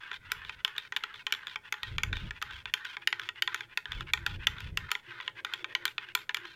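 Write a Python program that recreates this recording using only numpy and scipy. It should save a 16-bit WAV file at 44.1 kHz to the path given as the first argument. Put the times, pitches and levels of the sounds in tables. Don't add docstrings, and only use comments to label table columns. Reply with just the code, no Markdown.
import sys
import numpy as np
from scipy import signal
from scipy.fft import rfft, irfft
from scipy.io import wavfile
from scipy.ndimage import uniform_filter1d

SR = 44100
rng = np.random.default_rng(int(sys.argv[2]) if len(sys.argv) > 2 else 0)


def wav_out(sig):
    wavfile.write(sys.argv[1], SR, np.round(np.clip(np.atleast_2d(sig).T, -1, 1) * 32767).astype(np.int16))


N = 289119

# start_s, bottom_length_s, wall_length_s, bottom_level_db, wall_level_db
TURNS = [(0.0, 0.13, 0.038, -48, -43.5), (0.318, 0.13, 0.1, -48.5, -47.5), (0.654, .11, 0.11, -50, -46.5),
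         (0.971, 0.17, 0.08, -52, -48.5), (1.35, 0.13, 0.064, -50, -45), (1.735, 0.098, 0.13, -50.5, -49),
         (2.04, 0.096, 0.156, -53.5, -46.5), (2.43, 0.079, 0.11, -46.5, -46),
         (2.751, 0.096, 0.11, -48, -44.5), (3.13, 0.086, 0.061, -49.5, -41.5),
         (3.48, 0.08, 0.092, -45.5, -48.5), (3.858, 0.072, 0.099, -51, -46),
         (4.144, 0.13, 0.087, -52, -43.5), (4.473, 0.11, .12, -47.5, -47.5), (4.785, 0.12, 0.095, -51, -48),
         (5.099, 0.11, 0.086, -48.5, -47.5), (5.451, 0.093, 0.08, -47, -46.5),
         (5.761, .105, 0.052, -55, -46), (6.155, 0.019, 0.067, -49, -46.5), (6.348, .105, 0.32, -46.5, -51)]
WALL_HZ, SWIPE_HZ = 3528, 2150
SWIPE_BRIGHT_DB = -9.5
RING_DB = -27
SWELL_RISE_S, SWELL_FALL_S = 0.12, 0.1


def clinks(level_db=0.5, tick_db=-45, tick_hard_db=-2):
    # start_s, level_db, pitch_hz, hardness_db
    knocks = [(0.1144, -38, 1530, -11), (0.3175, -29.5, 1453, 16.5), (0.4945, -36.5, 2550, -9),
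              (0.6476, -23.5, 2970, 5), (0.6779, -41, 3180, 2), (0.7801, -31, 3760, 5),
              (0.9224, -35.5, 1960, -5.5), (0.9633, -28, 2980, 3), (0.969, -34.5, 3200, 5),
              (1.0367, -33, 1430, 0), (1.2666, -29.5, 3110, 0), (1.323, -25, 3110, 9.5),
              (1.3372, -37, 3300, 0), (1.348, -39, 3480, 0), (1.4692, -37, 3550, 2),
              (1.5578, -33, 2340, -7), (1.7241, -29.5, 2150, 8.5), (1.74, -40, 1910, -11),
              (1.8315, -33, 3620, 2), (1.982, -29, 2380, -1), (2.0334, -26.5, 2280, 8),
              (2.1285, -32.5, 1600, -11), (2.1679, -38.5, 3770, -2), (2.3077, -37.5, 1780, -5),
              (2.4157, -39, 2000, -1), (2.424, -34, 1310, 9.5), (2.6556, -36.5, 2480, -10),
              (2.738, -24, 3320, 7), (2.8505, -39, 1610, 4), (2.9674, -36.5, 2280, -12),
              (3.0731, -22, 2920, 6.5), (3.1269, -27.5, 2070, -9), (3.1955, -37, 1570, 3),
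              (3.2886, -32, 2930, -3.5), (3.4218, -24, 3060, 7), (3.4754, -28.5, 1920, -7),
              (3.5444, -32, 1420, 11), (3.6066, -37.5, 2140, -3), (3.7734, -27, 2640, 5),
              (3.8553, -39.5, 1820, -11), (3.9188, -34.5, 3590, 0.5), (4.0069, -40.5, 1400, 4),
              (4.1348, -21.5, 2426, 5.5), (4.1744, -41.5, 2120, -10), (4.2635, -27.5, 1480, 5),
              (4.4693, -20.5, 3085, 4.5), (4.604, -44.5, 2540, 9.5), (4.7726, -27, 2860, 6.5),
              (4.9151, -27.5, 1440, 15), (4.9513, -31.5, 2120, -11), (5.2009, -40, 2040, -32),
              (5.277, -31, 2970, -22), (5.4474, -33.5, 1490, 5.5), (5.536, -30.5, 3410, 2),
              (5.6435, -33.5, 2380, -11), (5.7499, -25, 3075, -1), (5.8533, -27.5, 1515, 16.5),
              (5.8782, -36.5, 3630, 3), (5.9801, -30.5, 2626, -11), (6.1503, -25.5, 1465, 17.5),
              (6.2926, -32, 1810, -8), (6.3447, -28.5, 3420, 8.5), (6.369, -36.5, 2950, 8)]
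    ticks = [(start_s + bottom_s, tick_db, WALL_HZ, tick_hard_db) for start_s, bottom_s, *_ in TURNS]
    out = np.zeros(N)
    for start_s, knock_db, pitch_hz, hard_db in list(knocks) + ticks:
        body_db, edge_db, ring_db = registers(knock_db, pitch_hz, hard_db)
        add(out, start_s, clink(knock_db, pitch_hz, body_db, edge_db, ring_db))
    return amp(level_db) * out


def registers(knock_db, knock_hz, hard_db):
    octaves = np.log2(knock_hz / 2405)
    body_db = -5 - 6 * octaves - 0.3764 * (knock_db + 35)
    edge_db = -13 + 0.41 * hard_db
    return body_db, edge_db, RING_DB + hard_db


def clink(level_db, knock_hz, body_db, edge_db, ring_db, knock=2.28, knock_s=0.0015, sag=0.14,
          crack=7.6, crack_s=0.0012, chatter=0.15, chatter_s=0.0028, modes_db=-7, rise_s=0.00075,
          thud_db=-37, thud_hz=418, thud_t60=0.13, size=7000):
    # frequency_hz, relative_level_db
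    crack_colour = [(500, -33.5), (850, -6), (1500, 6), (3300, 6), (4000, 1), (7000, -4), (8200, -19),
                    (10200, -17.5), (11600, -10), (12800, -15), (15000, -16), (16500, -37)]
    # low_hz, high_hz
    register_edges = [(1700, 4000), (750, 1700), (4000, 8000), (8000, 17000)]
    t = np.arange(size) / SR
    swell = t / knock_s * np.exp(1 - t / knock_s)
    pitch = knock_hz * (1 + sag * (np.exp(-t / 0.0023) - .5))
    blow = knock * swell * np.sin(2 * np.pi * (np.cumsum(pitch) / SR + rng.random()))

    contact = rng.standard_normal(size) * (np.exp(-t / crack_s) + chatter * np.exp(-t / chatter_s))
    crack_and_ring = crack * coloured(contact, crack_colour) + amp(modes_db) * mug_ring(t)
    sound = blow + crack_and_ring * (1 - np.exp(-t / rise_s))

    out = np.zeros(size)
    for edges, db in zip(register_edges, (0, body_db, edge_db, ring_db)):
        part = band(sound, edges)
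        out += amp(level_db + db) * part / np.std(part[:SR // 100])

    thud_level_db = thud_db + (level_db + body_db) / 2 + 0.06 * (ring_db - RING_DB)
    return out + amp(thud_level_db - 60 * t / thud_t60) * np.sin(2 * np.pi * thud_hz * t)


def mug_ring(t, spread_db=4.0, detune=0.014):
    # frequency_hz, relative_level_db, t60_s
    mug_modes = [(849.4, -13, 0.15), (1017.5, -2, 0.06), (1243, -5.5, 0.059), (1402, 0.5, 0.061),
                 (1543, 7.5, 0.027), (1858, -1, 0.079), (2324, 6.5, 0.03), (2554, 3.5, 0.035),
                 (2943, 2, 0.014), (3180, -3, 0.06), (3490, 13, 0.016), (3920, -66, 0.021),
                 (4360, -18, 0.012), (5430, -40, 0.15), (6530, -35, 0.044), (6940, -22, 0.066),
                 (9330, -17, 0.02), (11100, -35, .05), (11200, -58, .06), (13645, -48, 0.09),
                 (13700, -34, .05)]
    hz, db, t60 = np.transpose(mug_modes)[:, :, None]
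    weight, shift, phase = rng.standard_normal((3, len(mug_modes), 1))
    drift = 1 + detune * shift * np.minimum(1, 2000 / hz)
    level = amp(db + spread_db * weight - 60 * t / t60)
    return (level * np.sin(2 * np.pi * (hz * drift * t + phase))).sum(0)


def scrape(level_db=-3.0, slips_per_s=5000, uneven_db=2.66, ringing=0.285, flutter_db=2, split_hz=2400):
    # frequency_hz, relative_level_db
    grit_colour = [(200, -34), (420, -11), (620, -36), (760, -18), (900, -5), (1500, 0.5), (2300, 1.5),
                   (3500, 6), (4600, -2), (7000, -15), (8300, -20), (11500, -24.5), (16000, -25)]
    drag_db, bright_db, contact_hz = drag()
    unevenness = amp(uneven_db * np.minimum(rng.exponential(1, N), 4))
    slips = rng.standard_normal(N) * unevenness * (rng.random(N) < slips_per_s / SR)

    grit = coloured(unit(slips) + ringing * unit(travelling_ring(slips)), grit_colour)
    low = signal.sosfiltfilt(signal.butter(3, split_hz, fs=SR, output="sos"), grit)
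    squeak = band(squeaks(slips, contact_hz), (880, 6000))
    sound = unit(low) + amp(bright_db) * unit(grit - low) + 0.7 * squeak

    flutter = unit(uniform_filter1d(uniform_filter1d(rng.standard_normal(N), 400), 300))
    return amp(level_db + drag_db + flutter_db * flutter) * sound


def travelling_ring(slips, turns_per_s=3, count=4, size=3000):
    place = np.arange(N) / SR * turns_per_s
    rung = np.zeros(N)
    for k in range(count):
        near = np.maximum(np.cos(2 * np.pi * (place - k / count)), 0)
        rung += signal.fftconvolve(slips * near, mug_ring(np.arange(size) / SR))[:N]
    return rung


def squeaks(slips, contact_hz, waver=0.056, waver_hz=18, width_hz=240):
    # frequency_ratio, relative_level_db
    partials = [(.7, -4), (.86, 2), (1.022, 0), (1.17, -0.5)]
    total = np.zeros(N)
    for ratio, db in partials:
        hz = ratio * contact_hz * (1 + waver * wander(waver_hz))
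        total += amp(db) * resonate(slips, hz, width_hz)
    return unit(total)


def drag(slide_db=-70, lift_s=0.017):
    at_rest = [[1], [amp(SWIPE_BRIGHT_DB) ** 2], [SWIPE_HZ]]
    power, treble, pitch = np.full((3, N), amp(slide_db) ** 2) * at_rest
    for start_s, length, rise_s, db, swell_db, bright_db, dulling_db, hz, glide in strokes():
        t = np.arange(0, length + lift_s, 1 / SR)
        along = np.minimum(t / length, 1)
        onset = np.minimum(t / rise_s, 1)
        lift = np.minimum((length + lift_s - t) / lift_s, 1) ** 2
        press = (onset * lift * amp(db + swell_db * along)) ** 2
        add(power, start_s, press)
        add(treble, start_s, press * amp(bright_db + dulling_db * along) ** 2)
        add(pitch, start_s, press * hz * 2 ** (glide * along))
    return 10 * np.log10(power), 10 * np.log10(treble / power), pitch / power


def strokes(touch_s=0.018):
    # start_s, length_s, level_db
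    swipes = [(0.195, 0.12, -51.5), (0.548, 0.065, -53.5), (0.925, 0.021, -50), (1.272, 0.043, -52.5),
              (1.617, .068, -50), (1.98, .03, -55), (2.315, 0.066, -51), (2.662, 0.036, -49.5),
              (3.005, 0.031, -49), (3.345, 0.047, -49), (3.672, 0.065, -55), (4.051, 0.055, -49.5),
              (4.384, 0.063, -46.5), (5.024, 0.084, -49.5), (5.348, 0.049, -47), (5.663, 0.066, -52),
              (5.981, 0.07, -48.5), (6.041, 0.076, -54), (6.292, 0.016, -43)]
    for start_s, bottom_s, wall_s, bottom_db, wall_db in TURNS:
        yield start_s, bottom_s, touch_s, bottom_db, 0, -9, -4.5, 1913, -0.25
        yield start_s + bottom_s, wall_s, touch_s, wall_db, -6, -4, 0, WALL_HZ, -0.48
    for start_s, length, db in swipes:
        yield start_s, length, 0.62 * length, db, 2, SWIPE_BRIGHT_DB, 0, SWIPE_HZ, 0.17


def room(x, wet_db=-17, first_s=.005, shift_hz=1.306, count=3, size=15000):
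    # frequency_hz, t60_s
    wall_decay = [(300, 0.38), (1000, 0.21), (3000, 0.17), (8000, 0.21), (15000, 0.22)]
    wet = np.zeros(N)
    for k in range(count):
        sparse = rng.random(size) < 2500 / SR
        taps = rng.standard_normal(size) * sparse * (np.arange(size) > first_s * SR)
        hz, t, z = signal.stft(taps, SR, nperseg=256)
        decay = amp(-60 * t / at_hz(wall_decay, hz)[:, None])
        tail = signal.istft(z * decay, SR, nperseg=256)[1]
        share = np.sqrt(2 / count) * np.cos(np.pi * (shift_hz * np.arange(N) / SR + k / count))
        wet += signal.fftconvolve(x * share, tail / np.linalg.norm(tail))[:N]
    return x + amp(wet_db) * wet


def low_rumble(level_db=-1.5, lumpy_db=3, lumps_hz=16):
    # start_s, length_s, level_db
    rumble_swells = [(0.16, 0.44, -57), (1.86, 0.5, -43), (2.0, 0.27, -39.5), (2.36, 0.35, -56),
                     (3.91, .97, -44.5), (4.63, 0.14, -43)]
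    # frequency_hz, relative_level_db_per_hz
    rumble_colour = [(11, -60), (18, -3), (43, 0), (93, 1.5), (161, -10.5), (279, -24.5), (346, -23),
                     (422, -27.5), (507, -29), (700, -38.5), (910, -62), (1540, -120)]
    lumps = amp(level_db + lumpy_db * wander(lumps_hz))
    swell = swells(rumble_swells, SWELL_RISE_S, SWELL_FALL_S)
    return lumps * swell * noise(rumble_colour + [(2000, -95)])


def hollow_hum(hum_db=-2, hum_hz=347, drone_db=-6, drone_hz=111, waver_db=3, waver_hz=10, ramp_s=0.037):
    # start_s, length_s, level_db
    hum_swells = [(2.98, 0.71, -66), (4.01, 0.055, -55.5), (4.185, 0.052, -53.5), (5.08, .11, -58),
                  (5.25, 1, -68), (6.38, 0.15, -62)]
    hum_band = unit(band(rng.standard_normal(N), [hum_hz * .96, hum_hz * 1.04], order=2))
    hum = amp(hum_db + waver_db * wander(waver_hz)) * hum_band
    drone_band = unit(band(rng.standard_normal(N), [drone_hz * 0.92, drone_hz * 1.12], order=2))
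    drone = amp(drone_db + waver_db * wander(waver_hz)) * drone_band
    return swells(hum_swells, ramp_s, ramp_s) * (hum + drone)


def low_rustle():
    # start_s, length_s, level_db
    rustle_swells = [(5.15, 0.38, -68), (5.58, 0.276, -63.5)]
    # low_hz, high_hz
    rustle_edges = (295, 590)
    rustle = unit(band(rng.standard_normal(N), rustle_edges, order=2))
    return swells(rustle_swells, SWELL_RISE_S, SWELL_FALL_S) * rustle


def room_noise(level_db=-68):
    # frequency_hz, relative_level_db_per_hz
    floor_colour = [(20, -2.5), (60, -7), (115, 0.5), (170, -7), (350, -11), (600, -12.5), (1500, -26),
                    (4000, -27.5), (8000, -30), (16000, -34)]
    return amp(level_db) * noise(floor_colour)


def amp(db):
    return 10 ** (np.asarray(db) / 20)


def unit(x):
    return x / np.sqrt(np.mean(x ** 2) + 1e-20)


def at_hz(points, hz):
    f, value = np.transpose(points)
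    return np.interp(np.log(hz + 1), np.log(f), value)


def add(mix, start_s, sound):
    part = mix[max(round(start_s * SR), 0):][:len(sound)]
    part += sound[:len(part)]


def coloured(x, points, size=2048):
    log_gain = np.log(amp(at_hz(points, abs(np.fft.fftfreq(size, 1 / SR)))))
    taps = np.fft.ifft(np.exp(np.conj(signal.hilbert(log_gain)))).real
    return signal.fftconvolve(x, taps[:size // 2])[:len(x)]


def noise(points):
    gain = amp(at_hz(points, np.fft.rfftfreq(N, 1 / SR)))
    return unit(irfft(rfft(rng.standard_normal(N)) * gain, N))


def band(x, edges_hz, order=3):
    return signal.sosfilt(signal.butter(order, edges_hz, "bandpass", fs=SR, output="sos"), x)


def resonate(x, hz, width_hz, order=2):
    turn = np.exp(2j * np.pi * np.cumsum(hz) / SR)
    r = np.exp(-np.pi * width_hz / SR)
    z = x * turn.conj()
    for _ in range(order):
        z = signal.lfilter([1 - r], [1, -r], z)
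    return 2 * (turn * z).real


def wander(rate_hz, order=64):
    step = SR // 500
    points = rng.standard_normal(N // step + 2 * order)
    slow = signal.sosfiltfilt(signal.butter(2, rate_hz * 0.71, fs=SR / step, output="sos"), points)
    return unit(np.interp(np.arange(N) / step + order, np.arange(len(slow)), slow))


def gate(start_s, length, rise_s, fall_s):
    t = np.arange(N) / SR - start_s
    x = np.clip(np.minimum(t / rise_s + .5, (length - t) / fall_s + .5), 0, 1)
    return x * x * (3 - 2 * x)


def swells(rows, rise_s, fall_s):
    return np.sqrt(sum((amp(db) * gate(s, length, rise_s, fall_s)) ** 2 for s, length, db in rows))


def scene():
    # frequency_hz, level_db
    width = [(100, -48.5), (1000, -63), (2500, -52.5), (5000, -38.5), (9000, -17.5), (14000, -29)]
    stirring = room(clinks() + scrape())
    side = coloured(stirring, width)
    background = low_rumble() + hollow_hum() + low_rustle() + room_noise()
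    return np.array([stirring + side, stirring - side]) + background


def record(dry, cut_hz=16300):
    taps = signal.firwin(301, cut_hz, window=("kaiser", 9), fs=SR)
    return signal.oaconvolve(dry, taps[None], "same")


dry = scene()
out = record(dry)
wav_out(out)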